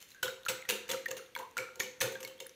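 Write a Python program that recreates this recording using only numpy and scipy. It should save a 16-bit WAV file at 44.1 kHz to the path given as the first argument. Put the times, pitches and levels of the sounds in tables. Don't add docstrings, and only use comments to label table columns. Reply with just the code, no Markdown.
import sys
import numpy as np
from scipy import signal
from scipy.fft import rfft, irfft
from scipy.io import wavfile
from scipy.ndimage import uniform_filter1d

SR = 44100
rng = np.random.default_rng(int(sys.argv[2]) if len(sys.argv) > 2 else 0)


def amplitude_ratio(level_db):
    exponent = np.asarray(level_db, float) / 20
    return 10 ** exponent


def persist_wave(psi):
    counts = np.round(np.clip(psi, -1, 1) * 32767).astype(np.int16)
    wavfile.write(sys.argv[1], SR, np.atleast_2d(counts).T)


N = 112454

# (time [s], rattle level [dB], bowl push level [dB], rattle t60 [s])
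STRIKES = [(0.0014, -46.5, -67, 0.1), (0.025, -47.5, -92, 0.02), (0.078, -54, -85, 0.11),
           (0.097, -48, -73, 0.062), (0.1166, -61, -72, 0.093), (0.2264, -44.5, -60, 0.037),
           (0.2285, -22.5, -36, 0.043), (0.24, -35, -52, 0.017), (0.2794, -28.5, -41.5, 0.012),
           (0.4827, -21, -45, 0.048), (0.495, -26.5, -36.5, 0.047), (0.6885, -19, -34.5, 0.036),
           (0.6973, -22.5, -52, 0.033), (0.753, -43, -45.5, 0.017), (0.7217, -37, -34.5, 0.011),
           (0.879, -37, -79, 0.023), (0.8895, -23.5, -39, 0.035), (0.9004, -26, -42.5, 0.015),
           (0.9112, -24.5, -38, 0.027), (0.9185, -23.5, -45.5, 0.015), (0.929, -52, -34, 0.02),
           (1.082, -28.5, -41.5, 0.017), (1.1072, -30.5, -38, 0.028), (1.1657, -26.5, -43, 0.036),
           (1.3612, -32, -48.5, 0.019), (1.3873, -32, -44, 0.029), (1.5677, -35, -50, 0.03),
           (1.5784, -24, -42.5, 0.011), (1.598, -48, -46.5, 0.032), (1.5861, -38, -45, 0.013),
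           (1.7559, -48, -50.5, 0.028), (1.7905, -46.5, -42.5, 0.04), (1.7955, -25, -40, 0.032),
           (1.832, -38.5, -44, 0.028), (2.0075, -23, -35, 0.05), (2.0138, -22, -34, 0.033),
           (2.026, -37, -42, 0.05), (2.0398, -34, -38, 0.039), (2.0541, -48, -38, 0.028),
           (2.116, -42, -42, 0.067), (2.2028, -40, -48, 0.032), (2.2286, -35, -46, 0.039),
           (2.2475, -42, -56, 0.016), (2.274, -41, -48, 0.033), (2.4001, -39, -45, 0.03),
           (2.445, -48, -51, 0.01)]
# (frequency [Hz], density [dB per Hz])
SCRAPE_TONE = [(150, -5), (400, -19.5), (750, -13.5), (1500, -2), (3000, 1), (8000, -7), (16000, -4)]


def unit(x):
    return x / np.sqrt(np.mean(x ** 2))


def curve(rows, hz):
    rows = np.array(rows, float)
    return np.interp(np.log(hz + 1), np.log(rows[:, 0]), rows[:, 1])


def colour(x, rows):
    gain_db = curve(rows, np.fft.rfftfreq(len(x), 1 / SR))
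    return irfft(rfft(x) * amplitude_ratio(gain_db), len(x))


def butter(x, order, hz, kind):
    return signal.sosfilt(signal.butter(order, hz, kind, fs=SR, output="sos"), x)


def ring(x, hz, t60):
    r = np.exp(-np.log(1000) / (max(t60, .001) * SR))
    w = 2 * np.pi * hz / SR
    return signal.lfilter([0, r * np.sin(w)], [1, -2 * r * np.cos(w), r * r], x)


def swells(times, db, t60, rise):
    out = np.zeros(N)
    for s, level, fall in zip(times, db, np.maximum(t60, .002)):
        i = int(s * SR)
        u = np.arange(min(N - i, int(fall * SR))) / SR
        out[i:i + len(u)] += amplitude_ratio(level - 60 * u / fall) * (1 - np.exp(-u / rise))
    return out


def contacts():
    per_s, scatter_db = 11000, 2
    clump_s, clump_db = .004, 5
    chance, sign, size = rng.random((3, N))
    clicks = (chance < per_s / SR) * np.sign(sign - .5)
    clicks = unit(clicks * amplitude_ratio(-scatter_db * np.log(size + 1e-9)))
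    k = int(clump_s * SR)
    steps = np.repeat(rng.standard_normal(N // k + 1), k)[:N]
    return unit(clicks * amplitude_ratio(clump_db * uniform_filter1d(steps, k // 2)))


def whisk():
    # (frequency [Hz], width [Hz], level [dB])
    wire_modes = [(2700, 67, -23.5), (3000, 100, 15), (3870, 36, -18), (4350, 170, 6), (6600, 83, -6),
                  (7580, 350, 20), (9240, 96, 15), (9840, 880, 4.5), (11160, 110, 9), (12830, 250, 12.5),
                  (16400, 300, -5)]
    rattle_db, rise_share = -2, .07
    wire_db, wire_scatter_db, wire_spread = -14, 2.5, .04
    firm_db, light_hz = -38, 2500
    grit = contacts()
    chance = np.clip(rng.standard_normal((len(STRIKES), len(wire_modes), 2)), -2, 1.3)
    bare, light, wires = np.zeros((3, N))
    for (s, db, _, t60), own in zip(STRIKES, chance):
        i, t60 = int(s * SR), max(t60, .004)
        u = np.arange(min(N - i, int((t60 + .03) * SR))) / SR
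        here = slice(i, i + len(u))
        envelope = amplitude_ratio(db + rattle_db - 60 * u / t60) * (1 - np.exp(-u / (rise_share * t60)))
        rattle = grit[here] * envelope
        bare[here] += rattle
        light[here] += rattle * np.clip((firm_db - db) / 6, 0, .9)
        for (hz, width, level), (favour, bend) in zip(wire_modes, own):
            gain = amplitude_ratio(level + wire_scatter_db * favour) * np.sqrt(width / SR)
            wires[here] += gain * ring(rattle, hz * (1 + wire_spread * bend), 2.26 / max(width, 450))
    low_pass = signal.butter(2, light_hz, fs=SR, output="sos")
    bare = bare - signal.sosfiltfilt(low_pass, light)
    return colour(bare, SCRAPE_TONE) / np.std(colour(grit, SCRAPE_TONE)) + amplitude_ratio(wire_db) * wires


def glass():
    # (frequency [Hz], level [dB], t60 [s])
    bowl_modes = [(332.6, -19, 0.36), (367.9, -16.5, 0.33), (386.4, -13.5, 0.3), (433.8, -13.5, 0.25),
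                  (467.7, -10, 0.32), (501.6, -5.5, 0.21), (504.7, -12, 0.45), (525.4, -2.5, 0.29),
                  (605, -18.5, 0.19), (723.5, -16.5, 0.14), (810, -22.5, .15), (928, -7.5, 0.11)]
    bowl_db, scatter_db, spread, knock_s = -0.5, 3, .012, .006
    out = np.zeros(N)
    chance = rng.standard_normal((len(STRIKES), len(bowl_modes), 3))
    for (s, _, push_db, _), own in zip(STRIKES, chance):
        i = int(s * SR)
        u = np.arange(min(N - i, SR // 2)) / SR
        knock = 1 - np.exp(-u / knock_s)
        for (hz, level, t60), (favour, bend, phase) in zip(bowl_modes, own):
            db = push_db + bowl_db + level + scatter_db * np.clip(favour, -2, 1)
            turns = hz * (1 + spread * bend) * u + phase
            out[i:i + len(u)] += knock * amplitude_ratio(db - 60 * u / t60) * np.sin(2 * np.pi * turns)
    return butter(out, 4, 290, "high")


def counter():
    # (time [s], level [dB])
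    rocks = [(0.247, -42), (0.493, -39.5), (0.701, -43.5), (.9, -39), (1.111, -52), (1.37, -55),
             (1.588, -41), (1.81, -43.5), (2.02, -33.5), (2.128, -48), (2.229, -47), (2.41, -57)]
    # (frequency [Hz], level [dB], t60 [s])
    counter_modes = [(121.8, -1, 0.23), (209.9, 0.5, 0.34), (281.3, -2, 0.19)]
    push_s = 0.028
    s, db = np.array(rocks).T
    push = rng.standard_normal(N) * swells(s, db, 0 * s + 3 * push_s, push_s / 3)
    push = push / np.sqrt(push_s * SR)
    boom = sum(amplitude_ratio(level) * ring(push, hz, t60) for hz, level, t60 in counter_modes)
    return butter(boom, 4, 95, "high")


def bubbles(rows, sag=0):
    rise_s, glide, sag_s = .00025, 0.039, 0.0031
    out = np.zeros(N)
    for s, db, hz, t60 in rows:
        i, t60 = int(s * SR), max(t60, .003)
        u = np.arange(min(N - i, int(1.2 * t60 * SR))) / SR
        bent = u * (1 + glide * u / t60) + sag * sag_s * (1 - np.exp(-u / sag_s))
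        envelope = amplitude_ratio(db - 60 * u / t60) * (1 - np.exp(-u / rise_s))
        out[i:i + len(u)] += envelope * np.sin(2 * np.pi * hz * bent)
    return out


def egg():
    # (time [s], peak level [dB], pitch [Hz], t60 [s])
    pops = [(0.147, -48.5, 1504, 0.041), (0.23, -21, 1444, 0.046), (0.255, -35, 3260, 0.055),
            (0.281, -29, 1420, 0.025), (0.435, -54, 3540, 0.028), (0.464, -25.5, 1332, 0.035),
            (0.485, -22, 2500, 0.022), (0.6245, -34.5, 2010, 0.018), (0.652, -39, 1840, 0.04),
            (0.691, -27, 2474, 0.029), (0.872, -49, 1560, 0.034), (0.9005, -28, 3310, 0.028),
            (0.933, -35, 1460, 0.042), (1.061, -22.5, 1773, 0.034), (1.108, -37, 2610, 0.064),
            (1.111, -38, 1640, 0.051), (1.3515, -32.5, 2154, 0.035), (1.363, -34, 927, 0.078),
            (1.3635, -26, 1500, 0.014), (1.569, -25.5, 1370, 0.048), (1.586, -21.5, 2166, 0.017),
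            (1.628, -36, 1355, 0.031), (1.689, -39.5, 1414, 0.02), (1.802, -28, 2200, 0.043),
            (1.8063, -21, 1747, 0.023), (2.009, -28, 1708, 0.068), (2.155, -35.5, 1546, 0.058),
            (2.2485, -36, 2145, 0.058), (2.402, -44.5, 3520, 0.045), (2.407, -44, 2700, 0.04),
            (2.391, -47, 3200, 0.023), (2.464, -39, 1590, 0.011)]
    pop_db, pop_sag = -3, 0.085
    slosh_per_s, slosh_db, slosh_t60_s = 250, -29.5, 0.23
    s, db, _, _ = np.array(STRIKES).T
    wake = swells(s, db - db.max(), 0 * s + slosh_t60_s, 0.02)
    small = []
    for when, pitch, weakness in rng.random((int(slosh_per_s * N / SR), 3)):
        hz = 1000 * 5 ** pitch
        small.append((when * (N - 1) / SR, slosh_db - 24 * weakness, hz, 45 / hz))
    return amplitude_ratio(pop_db) * bubbles(pops, pop_sag) + wake * bubbles(small) + lingering()


def lingering():
    # (time [s], level [dB], start pitch [Hz], end pitch [Hz], t60 [s])
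    soft_notes = [(0.15, -57, 1600, 1550, .3), (0.24, -43, 1470, 1450, .35), (0.24, -46, 3800, 3780, .3),
                  (0.49, -45, 1450, 1400, .3), (1.388, -38, 910, 1010, .25), (1.375, -48, 1500, 1600, .15),
                  (1.594, -42, 2300, 2290, .3), (1.58, -41, 1450, 1320, .3), (1.825, -43, 2300, 2250, .2),
                  (1.832, -44, 3000, 2950, .12), (2.02, -42, 1500, 1480, .3), (2.27, -51, 3000, 3100, .15)]
    rise_s, width_hz = .012, 90
    out = np.zeros(N + SR)
    u = np.arange(SR // 3) / SR
    for s, db, hz, end_hz, t60 in soft_notes:
        drift = uniform_filter1d(rng.standard_normal((2, len(u))), int(SR / width_hz / 2))
        waver = .5 + .9 * (drift[0] + 1j * drift[1]) / np.std(drift)
        turns = end_hz * u + (hz - end_hz) * t60 / 4 * (1 - np.exp(-4 * u / t60))
        envelope = amplitude_ratio(db - 60 * u / t60) * (1 - np.exp(-u / rise_s))
        i = int(s * SR)
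        out[i:i + len(u)] += envelope * np.imag(waver * np.exp(2j * np.pi * turns))
    return out[:N]


def film_ticks():
    # (time [s], peak level [dB], centre frequency [Hz], t60 [s])
    bursts = [(0.1471, -47, 6530, 0.0072), (0.117, -49, 4040, .02), (0.4334, -44, 3470, 0.0061),
              (0.4515, -36, 4130, 0.0085), (0.4568, -37, 6700, 0.008), (0.4618, -38.5, 1590, 0.037),
              (0.619, -46, 6860, 0.013), (0.6529, -48, 3360, 0.01), (0.6604, -49, 6920, 0.0057),
              (0.684, -50, 5800, 0.066), (1.0579, -36, 1860, 0.03), (1.1137, -21.5, 6770, 0.0049),
              (1.262, -49, 3530, 0.0073), (1.351, -34.5, 3310, 0.017), (1.364, -37, 4200, 0.009),
              (1.3758, -40, 7260, 0.016), (1.5112, -50, 6990, 0.0098), (1.757, -40, 6750, 0.0068),
              (1.8048, -31, 3360, 0.013), (1.833, -42, 7170, 0.017), (2.0043, -30, 5960, 0.02),
              (2.1533, -44.5, 3330, 0.015), (2.2048, -45, 8200, 0.014), (2.2492, -30, 4360, 0.0098),
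              (2.3792, -54, 3200, 0.014), (2.4671, -34.5, 10150, 0.0086), (2.4941, -39.5, 5750, 0.0072)]
    tick_db, note_db, rise_s = -5.5, 5.5, .0003
    s, db, hz, t60 = np.array(bursts).T
    spit = unit(colour(rng.standard_normal(N), SCRAPE_TONE)) * swells(s, db, t60, rise_s)
    notes = bubbles(np.array([s, db + note_db, hz, t60]).T)
    return amplitude_ratio(tick_db) * (spit + notes)


def kitchen(x):
    # (frequency [Hz], t60 [s])
    fade = [(100, 0.33), (260, 0.99), (700, 0.96), (1840, 0.48), (4850, 0.43), (12800, 0.26)]
    wet_db, gap_s = -3.5, 0.0017
    t = np.arange(SR) / SR
    tail = 0
    for hz in 60 * 2 ** np.arange(0, 8.2, .5):
        band = butter(rng.standard_normal(len(t)), 2, [hz / 1.19, hz * 1.19], "band")
        t60 = curve(fade, hz)
        tail = tail + band * amplitude_ratio(-60 * t / t60) / np.sqrt(t60)
    tail = tail * np.clip(t / gap_s - .5, 0, 1)
    tail = tail / np.sqrt(np.sum(tail ** 2))
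    return amplitude_ratio(wet_db) * signal.fftconvolve(x, tail)[:N]


def hush():
    # (frequency [Hz], density [dB per Hz])
    hush_tone = [(15, -50), (25, -0.5), (308, -10), (503, -8), (778, -25), (1770, -10.5), (13300, -25.5),
                 (15700, -31), (17000, -55)]
    return amplitude_ratio(-67.5) * unit(colour(rng.standard_normal(N), hush_tone))


def scene():
    # (frequency [Hz], level [dB])
    port_width = [(60, -28), (300, -50), (2400, -40.5), (4400, -34), (8000, -18.5), (15000, -18)]
    wires, bowl, froth, spits = whisk(), glass() + counter(), egg(), film_ticks()
    near = wires + bowl + froth + spits
    sent = wires + amplitude_ratio(-12) * bowl + amplitude_ratio(-9) * froth + amplitude_ratio(-10) * spits
    mid, other = (kitchen(sent) + hush() for _ in range(2))
    side = colour(other + np.roll(near, 13) - np.roll(near, -13), port_width)
    return np.array([near + mid + side, near + mid - side])


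def top_cut(x):
    return signal.sosfilt(signal.butter(12, 17150, fs=SR, output="sos"), x)


def record(dry):
    # (frequency [Hz], level [dB])
    mic_tone = [(35, -10), (110, 1.78), (4100, 2.5), (5100, -1), (6500, 4), (7300, -3.5), (7900, 0),
                (13000, 4)]
    ceiling, top_hz = .15, 15400
    rounded = ceiling * np.tanh(dry / ceiling)
    mix = np.array([colour(channel, mic_tone) for channel in rounded])
    mix = signal.sosfilt(signal.ellip(5, .5, 28, top_hz, fs=SR, output="sos"), mix)
    return top_cut(mix)


dry = scene()
out = record(dry)
persist_wave(out)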